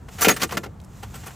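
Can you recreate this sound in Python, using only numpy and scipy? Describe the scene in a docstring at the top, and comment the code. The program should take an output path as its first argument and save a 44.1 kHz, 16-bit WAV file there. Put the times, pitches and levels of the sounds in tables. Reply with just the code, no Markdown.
"""Outdoors at a trench, a steel box holding a few coins and dry soil is jerked up close to the microphone.
Coins and clods clatter over its floor in quick showers, the box knocks once, and the coins ring briefly.
Then the box scrapes along the trench wall while sand trickles; a light wind rumbles underneath."""
import sys
import numpy as np
from scipy import signal
from scipy.fft import rfft, irfft
from scipy.io import wavfile

SR = 44100
rng = np.random.default_rng(int(sys.argv[2]) if len(sys.argv) > 2 else 0)


def persist_wave(psi):
    """Save psi, clipped to +-1, as 16-bit WAV."""
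    counts = np.round(np.clip(psi, -1, 1) * 32767).astype(np.int16)
    wavfile.write(sys.argv[1], SR, np.atleast_2d(counts).T)


N = 59535
T = np.arange(N) / SR
HZ = np.fft.rfftfreq(4096, 1 / SR)  # the frequencies at which tone curves are drawn

# Showers of coins and clods on the box floor. Each row: start, rise, hold and fade time in seconds,
# level in dB, treble boost in dB, pitch of the struck spot in Hz, its boost in dB, thump level in dB.
SHOWERS = [ (0.182, .005, .022, .06, -35, 1, 1700, 2, -50), (0.208, .002, .010, .06, -22, 12, 1200, 3, -48),
           (0.217, .002, .011, .12, -16.5, 12, 1350, 7.5, -45),
           (0.246, .001, .006, .12, -14.5, 2, 2600, 8, -27), (0.281, .004, .011, .08, -10, 2, 1750, 5, -24),
           (0.309, .003, .007, .10, -23, 0, 1300, 1, -24), (0.363, .002, .007, .07, -27.5, 4, 1500, 7, -42),
           (0.394, .008, .019, .06, -33, 1, 1900, 3, -46), (0.414, .005, .010, .07, -21, 1, 3800, 4, -38),
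           (0.429, .003, .008, .05, -17.5, 0, 6800, 3, -28),
           (0.491, .002, .008, .07, -37, -6, 1000, 7, -48), (0.508, .002, .013, .06, -36, 1, 2700, 3, -50),
           (0.521, .001, .007, .06, -28.5, -3, 950, 7, -33), (0.537, .003, .016, .08, -39, -2, 850, 5, -36),
           (0.570, .001, .008, .04, -22, -3, 1700, 2, -27), (0.630, .009, .014, .06, -34, -4, 950, 8, -43),
           (0.656, .003, .008, .05, -41, -9, 800, 6, -37)]


def amp(db):
    """Turns decibels into a gain."""
    return 10 ** (np.asarray(db) / 20)


def unit(x):
    """Scales a signal to an average (rms) level of 1."""
    return x / np.sqrt(np.mean(x ** 2) + 1e-20)


def match_level(x, envelope):
    """Gives a signal the same average level as an envelope (a loudness outline)."""
    return unit(x) * np.sqrt(np.mean(envelope ** 2))


def curve(points):
    """Joins rows of frequency in Hz and level in dB into a tone curve."""
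    hz, db = np.transpose(points)
    return np.interp(np.log(HZ + 1), np.log(hz + 1), db)


def treble(db):
    """A tone curve for the treble that fine grit and coin edges add above about 6000 Hz."""
    return db / (1 + (6000 / (HZ + 1)) ** 4)


def colour(x, db):
    """Filters a sound by the shape of a tone curve; the curve's overall height does not matter."""
    log_gain = np.log(amp(np.maximum(db - db.max(), -100)))
    mirrored = np.concatenate([log_gain, log_gain[-2:0:-1]])
    response = np.exp(np.conj(signal.hilbert(mirrored)))  # rings after a hit, never before it
    taps = np.fft.ifft(response).real[:len(HZ)]
    return signal.fftconvolve(x, taps / np.linalg.norm(taps))[:N]


def fade(t, t60):
    """Dies away from t = 0, dropping 60 dB in the fade time of t60 seconds."""
    return np.exp(-np.log(1000) * np.maximum(t, 0) / t60)


def swell(at, rise, t60):
    """Grows smoothly to a peak, then fades."""
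    return np.exp(-(np.minimum(T - at, 0) / rise) ** 2) * fade(T - at, t60)


def burst(at, rise, hold, t60):
    """Ramps up, and begins to fade `hold` seconds after its start."""
    return np.clip((T - at) / rise, 0, 1) * fade(T - at - hold, t60)


def impacts(envelope, per_s, spread_db):
    """Tiny random hits of uneven size whose loudness follows an envelope."""
    size = amp(spread_db * np.minimum(rng.exponential(1, N), 3))
    sign = rng.choice([-1, 1], N)
    hits = rng.random(N) < per_s / SR
    return match_level(size * sign * hits * envelope, envelope)


def wind():
    """A low rumble, nearly the same in both ears, with faint, wider outdoor air."""
    # The wind's tone. Each row: frequency in Hz, level in dB.
    tone = [(20, -28), (35, -12), (55, 0), (110, 0), (190, -6), (280, -16), (500, -23), (850, -24),
            (1300, -27.5), (2200, -39), (5000, -49), (8000, -49), (12000, -54), (16000, -58)]
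    # The tone change for the part that differs between the ears. Each row: frequency in Hz, boost in dB.
    width = [(60, -24), (110, -20), (200, -14), (380, -6), (700, -6), (1290, -7), (2380, -17), (4400, -19),
             (8120, -6), (15000, 0)]
    middle = unit(colour(rng.standard_normal(N), curve(tone)))
    side = unit(colour(rng.standard_normal(N), curve(tone) + curve(width)))
    return amp(-40.3) * (middle + amp(-16) * np.array([side, -side]))


def trench_echoes(x):
    """Short scattered echoes from the lid and earth walls, different on each side."""
    # The tone of the echoes. Each row: frequency in Hz, level in dB.
    tone = [(100, -4), (380, 7), (700, 1), (2500, -2), (7000, -2), (10000, 2)]
    reflected = colour(x, curve(tone))
    t = T[:SR // 5]
    tails = rng.standard_normal((2, len(t))) * fade(t, t60=.04) * (t > .001)
    return np.array([signal.fftconvolve(reflected, tail / np.linalg.norm(tail))[:N] for tail in tails])


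def sand():
    """A thin trickle of grains slides over the steel, and a few crumbs of grit drop."""
    # The strength of the trickle. Each row: time in seconds, level in dB.
    flow = [(0, -67), (.075, -63), (.125, -47.5), (.175, -47), (.3, -44), (.47, -50), (.6, -53), (.69, -67),
            (.78, -70), (.88, -64), (.97, -53.5), (1.07, -55), (1.13, -52), (1.2, -47.5), (1.35, -51)]
    # The trickle's tone. Each row: frequency in Hz, level in dB.
    tone = [(200, -8), (800, 2), (2500, 0), (5000, -3), (7200, 2), (9000, -5), (14500, -5), (16000, -10)]
    # Single falling crumbs. Each row: start in seconds, level in dB, pitch in Hz.
    crumbs = [(0.801, -47, 3500), (0.815, -50, 8500), (0.838, -52, 8000), (0.846, -46, 7500)]
    trickle = amp(np.interp(T, *np.transpose(flow)))
    out = colour(impacts(trickle, per_s=9000, spread_db=3.5), curve(tone))
    for at, db, hz in crumbs:
        tick = impacts((T >= at) * fade(T - at, t60=.025), per_s=6000, spread_db=4)
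        octaves_away = abs(np.log2((HZ + 1) / hz))
        out += amp(db) * colour(tick, -7 * octaves_away)
    return out


def scrapes():
    """The steel drags over the trench wall in many tiny slips."""
    # Rubs on the wall. Each row: peak, rise and fade time in seconds, level in dB, treble boost in dB.
    rubs = [(0.089, .004, .05, -41, -4), (1.035, .006, .07, -35, -2), (1.146, .006, .12, -39, 0),
            (1.160, .006, .07, -41, 2), (1.238, .004, .10, -43, -4), (1.268, .008, .10, -37, 4),
            (1.283, .008, .07, -40, -3), (1.308, .003, .06, -44, -7)]
    # The tone of steel on soil. Each row: frequency in Hz, level in dB.
    tone = [(80, -25), (300, -5), (500, -5), (850, 1), (1800, -3), (3000, -6), (4000, -12), (7500, -11),
            (10000, -15), (13500, -12), (16000, -19)]
    out = np.zeros(N)
    for at, rise, t60, db, treble_db in rubs:
        slips = impacts(swell(at, rise, t60), per_s=9000, spread_db=3)
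        out += amp(db) * colour(slips, curve(tone) + treble(treble_db))
    return out


def coins():
    """A struck coin rings with a few high tones and is soon damped by the soil."""
    # Ringing tones, one list for each kind of coin contact. Each pair: pitch in Hz, relative level in dB.
    contacts = [
        [(4468, -41), (5986, -29), (7284, -36), (10750, -41), (11838, -45), (14809, -38)],
        [(6616, 0), (11070, -17), (15050, -20)],
        [(8129, 0), (10210, -5), (14150, -10)],
        [(7930, -53), (8247, -54), (13501, -52), (13991, -57)],
        [(6492, -57), (8672, -57), (10266, -47), (13485, -52)],
    ]
    # Coins ringing. Each row: start in seconds, kind of contact, rise and fade time in seconds, level in dB.
    rings = [(0.219, 0, .008, .16, -21), (0.301, 1, .008, .06, -17.5), (0.332, 2, .006, .16, -38.5),
             (0.474, 2, .006, .2, -51), (0.535, 2, .002, .12, -46), (1.152, 3, .005, .06, -42),
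             (1.265, 4, .005, .09, -41)]
    out = np.zeros(N)
    for at, kind, rise, t60, db in rings:
        tones = sum(amp(tone_db) * np.sin(2 * np.pi * (hz * T + rng.random()))
                    for hz, tone_db in contacts[kind])
        out += amp(db) * unit(tones) * burst(at, rise, hold=rise, t60=t60)
    return out


def knock():
    """The box strikes packed earth with one dull blow."""
    # The blow. In order: peak, rise and fade time in seconds, level in dB.
    blow = (0.272, .006, .06, -14)
    # Its dull tone. Each row: frequency in Hz, level in dB.
    tone = [(60, -30), (130, -16), (200, -4), (330, 0), (470, 0), (650, -12), (1500, -30), (5000, -60)]
    at, rise, t60, db = blow
    envelope = swell(at, rise, t60)
    thud = colour(impacts(envelope, per_s=3000, spread_db=1.5), curve(tone))
    return amp(db) * match_level(thud, envelope)


def thumps():
    """The weight of each shower bends the box floor, which booms a little longer than the hits."""
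    # The tone of the bending floor. Each row: frequency in Hz, level in dB.
    tone = [(50, -25), (120, -6), (190, 2), (260, -4), (400, -1), (550, -9), (900, -24), (3000, -55)]
    out = np.zeros(N)
    for at, _, hold, *_, db in SHOWERS:
        envelope = burst(at, rise=.004, hold=hold, t60=.13)
        boom = colour(envelope * rng.standard_normal(N), curve(tone))
        out += amp(db) * match_level(boom, envelope)
    return out


def clatter():
    """Coins and clods land in showers of hard little hits, each coloured by the spot it strikes."""
    # The tone all showers share. Each row: frequency in Hz, level in dB.
    tone = [(40, -42), (100, -25), (200, -14), (450, -10), (900, -8), (1600, -8), (2700, -10.5),
            (3800, -15), (6500, -15), (8500, -20), (11000, -17.5), (13000, -19), (14500, -16), (16000, -25)]
    out = np.zeros(N)
    for at, rise, hold, t60, db, treble_db, spot_hz, spot_db, _ in SHOWERS:
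        hits = impacts(burst(at, rise, hold, t60), per_s=8000, spread_db=3.6)
        octaves_away = np.log2((HZ + 1) / spot_hz)
        spot = spot_db * np.exp(-(octaves_away / .5) ** 2)
        out += amp(db) * colour(hits, curve(tone) + treble(treble_db) + spot)
    return out


def steel_box(x):
    """The sheet steel passes each hit on and rings at its own pitches."""
    # The ringing tones of the steel. Each row: pitch in Hz, relative level in dB.
    tones = [(188.4, -40), (457.6, -37), (689.1, -44), (759.0, -45), (1195, -46), (1357, -44), (1394, -44),
             (1755, -42), (1986, -46), (2143, -48), (2460, -48), (2762, -50), (3009, -51), (3165, -53)]
    decay = fade(1 / SR, t60=.08)  # share of the ringing left after one sample
    ringing = np.zeros(N)
    for hz, db in tones:
        feedback = decay * np.exp(2j * np.pi * hz / SR)
        ringing += amp(db) * 2 * signal.lfilter([1 - decay], [1, -feedback], x).real
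    return x + amp(40.5) * ringing


def scene():
    """The box and its load echo in the trench, a little to the left, over the wind."""
    # The lean to one side. Each row: frequency in Hz, left level minus right level in dB.
    balance = [(60, -0.5), (110, 0.0), (200, -1.0), (380, 3.5), (700, 1.5), (1290, 1.5), (2380, 0.0),
               (4400, 0.0), (8120, 0.0), (15000, 0.0)]
    near = steel_box(clatter() + knock() + scrapes()) + thumps() + coins() + sand()
    heard = near + amp(-12.5) * trench_echoes(near)
    lean_db = np.interp(np.fft.rfftfreq(2 * N, 1 / SR), HZ, curve(balance))
    side_gains = amp(np.array([lean_db, -lean_db]) / 2)
    return irfft(rfft(heard, 2 * N) * side_gains)[:, :N] + wind()


def record(dry):
    """The microphone's two openings hear the top octave out of step; peaks and top treble are trimmed."""
    from_hz, to_hz, lag_s = 8500, 9500, .000325
    ceiling, cutoff_hz = .92, 16100
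    hz = np.fft.rfftfreq(2 * N, 1 / SR)
    flip = np.pi * np.clip((hz - from_hz) / (to_hz - from_hz), 0, 1)  # the left wave turns upside down
    delay = 2 * np.pi * lag_s * np.maximum(hz - to_hz, 0)  # and above that it arrives late
    shifts = np.array([np.exp(-1j * (flip + delay)), np.ones(len(hz))])
    stereo = irfft(rfft(dry, 2 * N) * shifts)[:, :N]
    rounded = stereo / (1 + (stereo / ceiling) ** 4) ** (1 / 4)
    lowpass = signal.firwin(511, cutoff_hz, window=("kaiser", 9), fs=SR)
    return signal.oaconvolve(rounded, lowpass[None], "same")


dry = scene()
out = record(dry)
persist_wave(out)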